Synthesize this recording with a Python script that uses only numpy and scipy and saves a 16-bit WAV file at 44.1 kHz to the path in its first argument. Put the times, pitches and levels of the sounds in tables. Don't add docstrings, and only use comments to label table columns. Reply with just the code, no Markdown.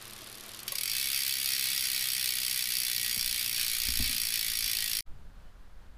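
import sys
import numpy as np
from scipy import signal
from scipy.fft import rfft, irfft, next_fast_len
from scipy.io import wavfile
from scipy.ndimage import uniform_filter1d

SR = 44100
rng = np.random.default_rng(int(sys.argv[2]) if len(sys.argv) > 2 else 0)


def gain_from_decibels(decibels):
    exponent = np.asarray(decibels, float) / 20
    return 10 ** exponent


def materialize(psi):
    bounded = np.clip(np.atleast_2d(psi).T, -1, 1)
    quanta = np.round(bounded * 32767).astype(np.int16)
    wavfile.write(sys.argv[1], SR, quanta)


N = 263491
TIME = np.arange(N) / SR

RING_TEETH = 21
TOOTH_REPEAT = .7

# time in seconds, level in dB.
SPRING_FORCE = [(.67, -31.5), (.85, -33), (1.1, -32.5), (5, -32)]
# frequency in Hz, width in Hz, level in dB.
HUB_MODES = [(1920, 30, -6), (2230, 110, -4), (2630, 70, -5), (3140, 62, -4), (3450, 34, -2),
             (4160, 49, -4), (4580, 280, 0), (5600, 60, -2), (6280, 34, -8), (6450, 140, -9),
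             (6720, 26, -10), (6900, 66, -10), (7800, 110, -13), (8060, 250, -7), (8650, 390, -8),
             (10000, 64, -4), (11000, 89, -2), (11400, 48, -5), (12200, 120, -6), (13400, 170, -5),
             (14400, 160, -6)]
# frequency in Hz, level in dB.
SPOKE_MODES = [(1916, -59.5), (2207, -59), (2439, -59), (3456, -55), (4177, -59), (4727, -55), (5599, -57),
               (6282, -62), (6724, -62), (7800, -66), (8064, -60), (8667, -62), (10002, -58), (11041, -57),
               (12258, -61), (13361, -59)]
# frequency in Hz, density in dB per Hz.
CRACK_COLOUR = [(470, -63), (800, -13), (1020, -31), (1120, -17), (1380, -17), (2220, -6.5), (2950, -3),
                (3640, -2.5), (4600, -1.5), (5020, -12.5), (5470, -9), (7350, -11.5), (8310, -7),
                (9290, -1), (11000, -9.5), (15200, -5)]
# frequency in Hz, width in Hz, level in dB.
PAWL_MODES = [(1690, 490, -14), (4740, 430, 3), (5420, 310, 4.5), (8930, 520, -8.5), (11080, 1300, 2.5),
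              (12530, 1100, -1.5), (14300, 1090, -2)]
# frequency in Hz, width in Hz, depth from 0 to 1.
CANCEL_DIPS = [(8160, 110, 1), (9310, 460, 1), (12800, 540, 0.3)]
# delay in seconds, level in dB.
NEAR_ECHOES = [(.0035, -8), (.0085, -10), (.0147, -13)]
# frequency in Hz, density in dB per Hz.
RATTLE_COLOUR = [(180, -34), (300, -4), (354, 3), (431, -1), (995, -3.5), (1080, 1.5), (1480, -0.5),
                 (4220, -3), (7260, -11), (11500, -9.5), (15200, -22.5)]
# time in seconds, peak in dB, low metal share in dB.
LAST_LINKS = [
    (0.591, -33.5, -5),
    (0.602, -33, -16),
    (0.6313, -28.5, -18),
    (0.6674, -35.5, -20),
]
# time in seconds, peak in dB, ring in Hz, t60 in seconds, thud in dB.
KNOCKS = [
    (0.219, -37, 632, 0.045, -23),
    (0.721, -33.5, 1100, 0.063, -32),
    (3.167, -38, 195, 0.17, -9),
    (3.884, -34, 244, 0.1, 7),
    (3.997, -27, 242, 0.14, 4.5),
    (4.094, -36, 255, 0.12, -19),
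    (4.145, -45.5, 249, 0.17, -9),
    (5.251, -48, 167, 0.093, -6),
]
# time in seconds, peak in dB, rise in seconds, fall in seconds.
HANDLING = [
    (3.22, -40, .1, .25),
    (3.65, -50, 0.072, .15),
    (3.9, -41.5, 0.47, 0.12),
    (4.009, -33.5, 0.16, 0.19),
    (4.25, -46.5, 0.11, 0.13),
    (4.62, -42.5, 0.38, 0.41),
    (5.0, -48, 0.42, .1),
    (5.11, -40.5, 0.058, 0.61),
]
# frequency in Hz, level in dB.
HUM_TONES = [(104, -70), (129.2, -70.5), (208.5, -67.5), (312.2, -82)]
# frequency in Hz, density in dB per Hz.
GARAGE_COLOUR = [(35, -46), (60, -5), (114, 8), (176, -9.5), (200, 0), (280, -4), (306, -4), (934, -11.5),
                 (1200, -10.5), (1560, -57), (2640, -120)]
# frequency in Hz, density in dB per Hz.
QUIET_COLOUR = [(47, -39), (80, -8), (114, -14), (145, -23), (510, -20), (1570, -21.5), (2180, -28.5),
                (4500, -32), (5600, -36.5), (15500, -44)]
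# start in seconds, end in seconds, frequency in Hz, level in dB.
SQUEAK = (5.42, 5.54, 2980, -77)
# time in seconds, gain in dB.
FADE_OUT = [(4.99, 0), (5.007, -1), (5.0085, -46), (5.0255, -42), (5.027, -90)]
# time in seconds, gain in dB.
FADE_IN = [(5.05, -70), (5.056, -30), (5.064, -3), (5.075, 0)]
# frequency in Hz, gain in dB.
TOP_END = [(15250, 0), (15330, -11), (15820, -24), (15880, -75), (20000, -75)]


def curve(table):
    return np.interp(TIME, *np.transpose(table))


def noise():
    return rng.standard_normal(N)


def level(x, db):
    return x * gain_from_decibels(db) / np.sqrt(np.mean(x ** 2))


def shape(table, hz):
    points_hz, points_db = np.transpose(table)
    return np.interp(np.log(hz), np.log(points_hz), points_db)


def colour(x, table):
    size = next_fast_len(N)
    hz = np.arange(1, size // 2 + 2) * SR / size
    return irfft(rfft(x, size) * gain_from_decibels(shape(table, hz)), size)[:N]


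def ring(x, hz, width_hz):
    r = np.exp(-np.pi * width_hz / SR)
    poles = [1, -2 * r * np.cos(2 * np.pi * hz / SR), r * r]
    return (1 - r * r) / 2 * signal.lfilter([1, 0, -1], poles, x)


def fade(x, t60):
    return signal.lfilter([1], [1, -np.exp(-np.log(1000) / (t60 * SR))], x)


def spikes(s, gain):
    return np.bincount(np.clip((s * SR).astype(int), 0, N - 1), gain, N)


def walk(rate):
    hold = int(SR / rate)
    steps = np.repeat(rng.standard_normal(N // hold + 1), hold)
    return 1.3 * uniform_filter1d(uniform_filter1d(steps, hold), hold)[:N]


def slipped_teeth():
    wheel_teeth_per_s = 71.838 * (1 - .05289 * TIME + .00094 * TIME ** 2)
    brake_start_s, cogs_stop_s = .5257, 1.0038
    cogs = np.clip((cogs_stop_s - TIME) / (cogs_stop_s - brake_start_s), 0, 1) ** .9595
    silent_teeth = 1.647
    return np.cumsum(wheel_teeth_per_s * (1 - cogs)) / SR - silent_teeth


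def worn(tooth):
    lasting = rng.standard_normal(RING_TEETH)[tooth % RING_TEETH]
    passing = rng.standard_normal(len(tooth))
    return np.sqrt(TOOTH_REPEAT) * lasting + np.sqrt(1 - TOOTH_REPEAT) * passing


def pawl_drops(tooth):
    lag_s = .0007
    first = np.interp(tooth, slipped_teeth(), TIME) + .00015 * worn(tooth)
    second = first + lag_s * np.abs(worn(tooth))
    third = first + 2.5 * lag_s * np.abs(worn(tooth))
    share = gain_from_decibels(np.array([2 * worn(tooth), 2.5 * worn(tooth) - 4, 2.5 * worn(tooth) - 7]))
    spring = gain_from_decibels(np.interp(first, *np.transpose(SPRING_FORCE)))
    force = share / np.sqrt(np.sum(share ** 2, axis=0)) * spring
    return np.concatenate([first, second, third]), force


def freehub():
    tooth = np.arange(262)
    drops, force = pawl_drops(tooth)
    first = drops[:len(tooth)]
    last = np.clip(np.searchsorted(first, TIME) - 1, 0, None)
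    since = (np.arange(N) - (first[last] * SR).astype(int)) % 2048
    fresh = noise()

    def chatter(t60, tail=0.):
        blows = spikes(drops, (force * gain_from_decibels(worn(tooth))).ravel())
        swell = fade(blows, t60)
        if tail:
            swell = swell + tail * fade(blows, 5 * t60)
        swell = signal.lfilter([.08], [1, -.92], swell)
        own = rng.standard_normal((RING_TEETH, 2048))[last % RING_TEETH, since]
        passing = np.roll(fresh, rng.integers(N))
        return swell * (np.sqrt(TOOTH_REPEAT) * own + np.sqrt(1 - TOOTH_REPEAT) * passing)

    hub = sum(gain_from_decibels(db) * ring(chatter(.02), hz, .8 * width) for hz, width, db in HUB_MODES)
    spokes = sum(gain_from_decibels(db) * ring(chatter(.012), hz, 14 + .0015 * hz) for hz, db in SPOKE_MODES)
    crack = np.zeros(N)
    for k in range(13):
        hz = 1000 * 2 ** (k / 3)
        band = ring(chatter(.02 * (hz / 4000) ** -.2, tail=.32), hz, hz / 4)
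        crack += level(band, k)
    crack = colour(crack, CRACK_COLOUR)
    ping = sum(gain_from_decibels(db) * ring(chatter(.0095), hz, width) for hz, width, db in PAWL_MODES)

    direct = level(crack, -5) + level(hub, -9.5) + level(spokes, -11.5) + level(ping, -5.5)
    for hz, width_hz, depth in CANCEL_DIPS:
        direct = direct - depth * ring(direct, hz, width_hz)
    dull = ring(ring(direct, 2300, 2200), 2300, 2100)
    near = sum(gain_from_decibels(db) * np.roll(dull, int(delay * SR)) for delay, db in NEAR_ECHOES)
    return level(direct + near + garage_echo(direct, -6.5), -32.5)


def links():
    link = np.arange(21)
    chance = rng.standard_normal((6, len(link)))
    first_s, period_s, outer_late_s, touch_early_s = .0241, .02738, .0019, .0098
    seat = first_s + link * period_s + outer_late_s * (link % 2) + .0004 * chance[0]
    seats = [seat, -35 + 1.2 * chance[1], -13 + 2 * chance[2]]  # s, peak dB, low share dB
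    touch = seat - touch_early_s + .0008 * chance[3]
    touches = [touch, -40 + 2 * chance[4], -7 + 2 * chance[5]]
    return np.hstack([seats, touches, np.transpose(LAST_LINKS)])


def chain():
    s, peak_db, low_db = links()
    tick = fade(spikes(s, gain_from_decibels(peak_db + .5)), .016) * noise()
    tick = ring(ring(tick, 9900, 6800), 10700, 5000) + .49 * ring(tick, 12000, 2500)
    clank = fade(spikes(s, gain_from_decibels(peak_db + low_db + 10)), .045) * noise()
    clank = ring(ring(clank, 2900, 2900), 4400, 3500)
    rattle = level(colour(noise(), RATTLE_COLOUR) * gain_from_decibels(walk(91.7)), -50.7)
    settling = gain_from_decibels(-30 * np.clip(TIME - .67, 0, None))
    return tick + clank + garage_echo(tick + clank, -13) + rattle * settling


def garage_echo(x, wet_db):
    t60, build_s, dull_hz = .41, .0051, 5000
    s = np.arange(int(.5 * SR)) / SR
    tails = rng.standard_normal((3, len(s))) * gain_from_decibels(-60 * s / t60) * np.minimum(s / build_s, 1)
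    tails = signal.lfilter(*signal.butter(1, dull_hz, fs=SR), tails)
    wet = sum(signal.fftconvolve(x * walk(40), tail)[:N] for tail in tails)
    return gain_from_decibels(wet_db) * wet / np.sqrt(np.sum(tails ** 2))


def knocks():
    out = np.zeros(N)
    age = TIME[:SR // 2]
    partials = ((1, .96), (.524, .73), (.88, .38), (1.14, .13))
    for s, peak_db, hz, t60, thud_db in KNOCKS:
        body = sum(gain * np.sin(2 * np.pi * ratio * hz * age) for ratio, gain in partials)
        body = body * gain_from_decibels(-60 * age / t60)
        thud = gain_from_decibels(thud_db) * np.sin(2 * np.pi * 58 * age) * gain_from_decibels(-60 * age / .22)
        attack = np.minimum(age / .0036, 1)
        out[int(s * SR):][:SR // 2] += gain_from_decibels(peak_db - 3.5) * attack * (body + thud)
    s, peak_db = np.transpose(KNOCKS)[:2]
    scuff = ring(ring(noise(), 450, 560), 450, 540)
    return out + fade(spikes(s, gain_from_decibels(peak_db)), .051) * scuff


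def rumble(calm_db):
    spectrum = [(2, -27), (8, 10), (25, -9), (50, -6.5), (90, -21), (200, -26.5), (900, -65.5)]  # Hz, dB
    swing = colour(noise(), spectrum)
    power = gain_from_decibels(2 * calm_db)
    for s, db, rise_s, fall_s in HANDLING:
        distance = np.maximum((s - TIME) / rise_s, (TIME - s) / fall_s)
        power = power + gain_from_decibels(2 * (db - 20 * distance))
    return level(swing, 0) * np.sqrt(power)


def garage():
    hum = np.zeros(N)
    for hz, db in HUM_TONES:
        phase = 2 * np.pi * np.cumsum(hz + .7 * walk(4)) / SR
        hum += gain_from_decibels(db + 3 + 1.4 * walk(3)) * np.sin(phase)
    return hum + level(colour(noise(), GARAGE_COLOUR) * gain_from_decibels(walk(12)), -60)


def quiet_room():
    return level(colour(noise(), QUIET_COLOUR) * gain_from_decibels(.67 * walk(17)), -63)


def squeak():
    start, end, hz, db = SQUEAK
    swell = np.sin(np.pi * np.clip((TIME - start) / (end - start), 0, 1))
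    return level(ring(noise(), hz, 40), db) * swell


def scene():
    close = freehub() + chain() + garage() + rumble(calm_db=-59)
    wide = quiet_room() + rumble(calm_db=-46.5) + squeak()
    bumps = knocks()
    before = (close + bumps) * gain_from_decibels(curve(FADE_OUT))
    after = (wide + bumps) * gain_from_decibels(curve(FADE_IN))
    return (before + after)[None]


def roll_off(x):
    return signal.sosfilt(signal.butter(12, 16480, fs=SR, output="sos"), x)


def record(dry):
    mix = colour(dry[0], TOP_END)[None]
    return roll_off(mix)


dry = scene()
out = record(dry)
materialize(out)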